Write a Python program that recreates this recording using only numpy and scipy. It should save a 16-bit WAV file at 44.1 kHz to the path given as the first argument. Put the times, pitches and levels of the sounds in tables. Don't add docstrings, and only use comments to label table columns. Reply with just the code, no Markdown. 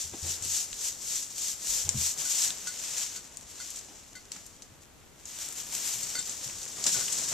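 import sys
import numpy as np
from scipy import signal
from scipy.fft import rfft, irfft
from scipy.io import wavfile
from scipy.ndimage import uniform_filter1d

SR = 44100
rng = np.random.default_rng(int(sys.argv[2]) if len(sys.argv) > 2 else 0)


def transcribe(signal):
    frames = np.atleast_2d(signal).T
    limited = np.clip(frames, -1, 1)
    pcm = np.round(limited * 32767).astype(np.int16)
    wavfile.write(sys.argv[1], SR, pcm)


N = 323253
T = np.arange(N) / SR

# frequency in Hz, relative level in dB.
RIBBON_SPECTRUM = [(200, -41.5), (700, -15), (1200, -14.5), (2000, -10.5), (3000, -4), (4200, -1.5),
                   (5800, 3), (7000, 0), (10000, -1.5), (14000, 2.5), (20000, -4.5)]


def undb(db):
    return 10 ** (np.asarray(db) / 20)


def unit(x):
    return x / np.sqrt(np.mean(x ** 2))


def curve(rows):
    return np.interp(T, *np.transpose(rows))


def swell(s, rise_s, fall_s, power=1):
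    return np.exp(-np.abs((T - s) / np.where(T < s, rise_s, fall_s)) ** power)


def wander(per_s):
    hold = int(SR / per_s)
    stairs = np.repeat(rng.standard_normal(N // hold + 1), hold)
    return unit(uniform_filter1d(stairs, hold)[:N])


def response(spectrum, size=4096):
    hz, db = np.transpose(spectrum)
    bins_hz = np.fft.rfftfreq(size, 1 / SR)
    gain = undb(np.interp(np.log(bins_hz + 1), np.log(hz), db))
    cepstrum = irfft(np.log(gain))
    cepstrum[1:size // 2] *= 2
    cepstrum[size // 2 + 1:] = 0
    return irfft(np.exp(rfft(cepstrum)))


def colour(x, spectrum):
    impulse = response(spectrum)
    return signal.oaconvolve(x, impulse[None] / np.linalg.norm(impulse), axes=1)[:, :x.shape[1]]


def shelf(x, side, hz, db):
    part = signal.sosfiltfilt(signal.butter(2, hz, side, fs=SR, output="sos"), x)
    return x + (undb(db) - 1) * part


def add(track, s, sound):
    i = int(s * SR)
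    track[:, i:i + sound.shape[-1]] += sound[..., :N - i]


def grains(per_s, spread_db):
    fires = rng.random(N) < per_s / SR
    size = undb(spread_db * np.minimum(rng.exponential(size=N), 5))
    return unit(fires * size * rng.choice([-1, 1], N))


def burst(fade_s):
    t = T[:SR // 4]
    return rng.choice([-1, 1], len(t)) * np.exp(-t / fade_s)


def in_room(x, wet_db, lag_s=-2.5e-5, lag_spread_s=2.6e-5, t60_s=0.25):
    n = len(x)
    lags = np.rint(SR * (lag_s + lag_spread_s * rng.standard_normal(n))).astype(int)
    right = np.bincount(np.clip(np.arange(n) + lags, 0, n - 1), x, n)
    decay = np.exp(-2 * np.log(1000) / (t60_s * SR))
    energy = signal.lfilter([1 - decay], [1, -decay], x ** 2 + 1e-18)
    tail = np.sqrt(energy) * rng.standard_normal((2, n))
    return np.array([x, right]) + undb(wet_db) * tail


def room_tone(mid_db=-57.5, width_db=-4):
    # frequency in Hz, relative level in dB.
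    room_spectrum = [(15, -14), (30, -2), (58, -0.5), (85, -1.5), (115, -5), (240, -5.5), (450, -9.5),
                     (1000, -14), (3600, -21.5), (7000, -27), (14000, -36)]
    mid, side = unit(colour(rng.standard_normal((2, N)), room_spectrum))
    return undb(mid_db) * (mid + undb(width_db) * np.array([side, -side]))


def steps(gain_db=2, upper_db=-9, upper_ratio=1.66, press_s=0.0027):
    # start in seconds, relative level in dB, lower mode in Hz, fade time in seconds.
    footfalls = [(0.04, -44, 82, 0.044), (0.123, -41, 97, 0.018), (0.226, -35.5, 83.6, .06),
                 (0.41, -41, 95, 0.015), (0.449, -45, 83.6, 0.066), (0.72, -52, 42.4, 0.045),
                 (1.691, -46, 45.6, .07), (1.848, -38.5, 88.6, 0.074), (1.946, -27, 126, 0.023),
                 (1.95, -45, 204.4, 0.041), (1.975, -33, 81.3, 0.04), (4.718, -41.5, 115, 0.0075),
                 (5.951, -49.5, 120, 0.046), (6.071, -53, 166, 0.021), (6.46, -43, 126, 0.019),
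                 (6.543, -47, 90, 0.022), (6.921, -44.5, 170, .03), (7.19, -50, 139, .03)]
    out = np.zeros((2, N))
    t = T[:SR // 2]
    for s, db, hz, fade_s in footfalls:
        phase = 2 * np.pi * hz * t
        swing = np.sin(phase) + undb(upper_db) * np.sin(upper_ratio * phase)
        envelope = (1 - np.exp(-t / press_s)) * np.exp(-t / fade_s)
        add(out, s, undb(db + gain_db) * swing * envelope)
    return out


def knocks():
    # start in seconds, level in dB, fade time in seconds.
    hits = [(0.136, -38.5, 0.015), (0.244, -44, 0.021), (0.455, -40.5, 0.005), (1.879, -38, 0.0059),
            (3.885, -51, 0.053), (6.868, -54, .015)]
    # frequency in Hz, relative level in dB.
    knock_spectrum = [(100, -50), (200, -12.5), (340, -6), (550, -18), (820, -9), (1300, -35), (3000, -21),
                      (8000, -43)]
    out = np.zeros((2, N))
    for s, db, fade_s in hits:
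        add(out, s, undb(db) * colour(in_room(burst(fade_s), wet_db=-13), knock_spectrum))
    return out


def scuffs(gain_db=-3, uneven_db=2, skid_attack_s=0.013):
    # time in seconds, relative level in dB.
    fur_rub = [(0, -55), (1.5, -55), (2.4, -50.5), (3.0, -53), (3.25, -60.5), (5.14, -66.5), (5.42, -54),
               (6.0, -50.5), (6.7, -51.5), (7.33, -44.5)]
    # peak time in seconds, relative level in dB, fade time in seconds.
    paw_skids = [(0.135, -45, 0.022), (0.24, -45.5, 0.1), (1.875, -43.5, 0.092), (4.365, -46.5, 0.019),
                 (6.295, -44, .025), (6.78, -42, 0.056), (6.871, -34, 0.028), (6.96, -41.5, 0.092),
                 (7.185, -39.5, 0.019)]
    # frequency in Hz, relative level in dB.
    carpet_spectrum = [(70, -9.5), (130, 3.5), (220, 0), (320, -1), (450, 0.5), (900, -4), (1800, -3.5),
                       (3500, -6.5), (8000, -37)]
    skid_power = sum((undb(db) * swell(s, skid_attack_s, fade_s)) ** 2 for s, db, fade_s in paw_skids)
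    rubbing = np.sqrt(skid_power + undb(curve(fur_rub)) ** 2)
    contacts = grains(per_s=3000, spread_db=2.5) * rubbing
    contacts *= undb(gain_db + uneven_db * wander(per_s=25))
    return colour(in_room(contacts, wet_db=-6), carpet_spectrum)


def bell(ring_db=-1, rattle_db=-2, rattle_s=0.022, bounce_s=0.009, bounce_db=-5, detune=0.0053):
    # frequency in Hz, relative level in dB, time to fall 60 dB in seconds.
    modes = [(1470, -1.5, 0.13), (1502, -1.5, 0.035), (2000, -12.5, 0.085), (2060, -9, 0.15),
             (3160, -22, .1), (3660, -13, 0.1), (4350, -5.5, 0.23), (4520, -1, 0.13), (5170, -11, .1),
             (6600, -9, 0.071), (7480, -0.5, 0.035), (8500, -6, 0.084)]
    # start in seconds, relative level in dB, favoured pitch in Hz,
    # reach around that pitch in octaves, rattle offset in dB.
    jostles = [(2.255, -42, 1500, 1.5, 1), (2.671, -36.5, 1690, 1.9, 7.5), (3.161, -44.5, 3600, 2.6, 9),
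               (3.601, -38.5, 2200, 1.5, -14.5), (4.153, -33.5, 2600, 0.4, -9),
               (6.030, -33, 7040, 0.61, -2), (6.153, -31.5, 2800, 2.4, -2), (6.188, -24, 3630, 0.078, -12),
               (6.191, -29, 7330, 0.11, -12), (6.946, -39.5, 1700, 1.2, 0), (7.008, -41, 1700, 1, -2)]
    out = np.zeros((2, N))
    t = T[:SR // 4]
    hz, mode_db, t60_s = np.transpose(modes)[:, :, None]
    decay = np.exp(-np.log(1000) * t / t60_s)
    for s, db, favoured_hz, octaves, chatter_db in jostles:
        favour = 1 / (1 + (np.log2(hz / favoured_hz) / octaves) ** 2)
        for bounce in range(3):
            scatter_db = rng.standard_normal(hz.shape)
            weight = favour * undb(db + ring_db + bounce * bounce_db + mode_db + scatter_db)
            struck_hz = hz * (1 + detune * rng.standard_normal(hz.shape))
            phase = 2 * np.pi * (struck_hz * t + rng.random(hz.shape))
            stereo_phase = 0.3 * rng.standard_normal((2, len(hz), 1))
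            ring = np.sum(weight * decay * np.sin(phase + stereo_phase), axis=1)
            add(out, s + bounce * bounce_s * (0.5 + rng.random()), ring)
        rattle = colour(in_room(burst(rattle_s), wet_db=-12), RIBBON_SPECTRUM)
        add(out, s, undb(db + rattle_db + chatter_db) * rattle)
    return out


def snaps():
    # start in seconds, level in dB, fade time in milliseconds, band peak in Hz.
    cracks = [(0.423, -34.5, 9.2, 7000), (0.729, -31.5, 3.5, 3800), (1.891, -18, 2.3, 6200),
              (2.033, -30, 1.1, 5000), (2.505, -23, 1.1, 4300), (2.987, -35, 5, 8000),
              (3.371, -29.5, 1.6, 8800), (3.704, -24.5, 2.3, 16000), (3.759, -36, 4, 7500),
              (3.787, -37.5, 6.5, 7000), (4.3185, -29, 2, 4650), (4.361, -49, 8.5, 2000),
              (4.463, -37, 4, 11000), (4.6214, -41.5, 5.6, 5650), (5.255, -39.5, 5.2, 6400),
              (5.487, -30, 2.2, 10000), (5.525, -26, 1.9, 12000), (6.294, -33.5, 9, 7000),
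              (6.498, -34, .8, 2600), (6.8401, -24.5, 4, 6100), (6.8649, -21.5, 11.5, 5360),
              (7.002, -29, 1.3, 6700), (7.08, -31.5, 7.5, 2800), (7.124, -28, 11, 8260),
              (7.186, -27, 4, 7550)]
    out = np.zeros((2, N))
    for s, db, fade_ms, hz in cracks:
        band = [(hz / 8, -28), (hz / 2, -9), (hz, 0), (hz * 2, -8), (hz * 4, -16)]  # Hz, dB
        add(out, s, undb(db) * colour(in_room(burst(fade_ms / 1000), wet_db=-5), band))
    return out


def catches(per_s=60, fade_s=0.0099, depth=0.28):
    jumps = rng.random(N) < per_s / SR
    surge = signal.lfilter([1], [1, -np.exp(-1 / (fade_s * SR))], jumps)
    return unit(1 + depth * unit(surge))


def ribbon_motion(rise_share=0.57, roundness=2.1):
    # fastest moment in seconds, relative level in dB, length in seconds.
    swishes = [(0.005, -34.5, 0.13), (0.308, -34, 0.14), (0.566, -31.5, 0.19), (0.859, -33.5, .13),
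               (1.148, -33, 0.2), (1.464, -34, .18), (1.761, -32, 0.22), (2.054, -30.5, 0.16),
               (2.208, -34, 0.04), (2.3, -33.5, 0.2), (2.424, -31.5, 0.2)]
    # hardest moment in seconds, relative level in dB, build-up and release in seconds.
    tugs = [(0.44, -37, 0.009, 0.044), (2.87, -39.5, 0.34, 0.17), (3.015, -35, .1, 0.1),
            (3.495, -46.5, 0.017, 0.044), (3.615, -43, 0.083, 0.21), (3.78, -45, 0.16, 0.025),
            (4.335, -47, .015, 0.17), (4.825, -54, .015, 0.012), (5.2, -57, 0.026, 0.024),
            (5.29, -48, .01, .04), (5.425, -40.5, 0.096, 0.13), (5.585, -39.5, 0.031, 0.058),
            (5.755, -38.5, 0.051, .08), (5.865, -35, 0.1, 0.23), (6.5, -43, 0.018, .04),
            (6.94, -30, 0.085, 0.06)]
    # time in seconds, relative level in dB.
    trailing = [(0, -44.5), (2.6, -45), (3.15, -46), (3.23, -54), (4.0, -53.5), (4.88, -68.5), (5.24, -68),
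                (5.28, -47.5), (5.7, -51.5), (6.1, -40.5), (6.75, -42), (7.0, -34.5), (7.33, -35)]
    swish_power = sum((undb(db) * swell(s, rise_share * span, (1 - rise_share) * span, roundness)) ** 2
                      for s, db, span in swishes)
    tug_power = sum((undb(db) * swell(s, build_s, release_s)) ** 2 for s, db, build_s, release_s in tugs)
    return np.sqrt(swish_power + tug_power + undb(curve(trailing)) ** 2)


def ribbons(slips_per_s=22000, crinkles_per_s=220, crinkle_db=-10, gain_db=1):
    # time in seconds, body gain in dB, sheen gain in dB.
    tone_changes = [(0, -1.5, 0.5), (2.3, -0.5, 2), (2.7, 5, 1), (4.2, 5, -0.5), (5.4, 8, 4.5),
                    (5.85, 7, 7.5), (6.2, 1.5, 0.5), (7.33, -4, -1.5)]
    motion = ribbon_motion()
    speed = np.sqrt(motion / motion.max())
    slips = grains(slips_per_s * (speed + 0.2), spread_db=1)
    crinkles = grains(crinkles_per_s, spread_db=4) * (1.4 - speed)
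    contacts = (slips + undb(crinkle_db) * crinkles) * undb(gain_db) * motion * catches()
    rustle = colour(in_room(contacts, wet_db=-16), RIBBON_SPECTRUM)
    s, body_db, sheen_db = np.transpose(tone_changes)
    rustle = shelf(rustle, "lowpass", hz=3000, db=np.interp(T, s, body_db))
    return shelf(rustle, "highpass", hz=9800, db=np.interp(T, s, sheen_db))


def scene():
    return ribbons() + scuffs() + snaps() + bell() + steps() + knocks() + room_tone()


def record(dry, hiss_db=-62, top_hz=14250):
    # frequency in Hz, gain in dB.
    left_mic = [(100, 0.3), (3000, 0), (5000, 0.5), (6000, 3.5), (6700, 8), (7400, 13), (8200, 6),
                (9000, 2), (10500, -3.5), (14000, -6.5)]
    right_mic = [(100, -2.44), (3000, -0.5), (5000, 0.5), (6300, 6), (6900, 7.5), (7500, -1.5), (8200, -4),
                 (10000, -10.5), (14000, -27.5)]
    heard = np.array([signal.oaconvolve(channel, response(mic))[:N]
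                      for channel, mic in zip(dry, (left_mic, right_mic))])
    hiss = undb(hiss_db) * rng.standard_normal((2, N))
    top_cut = signal.ellip(12, 0.2, 70, top_hz, fs=SR, output="sos")
    return signal.sosfilt(top_cut, heard + hiss)


dry = scene()
out = record(dry)
transcribe(out)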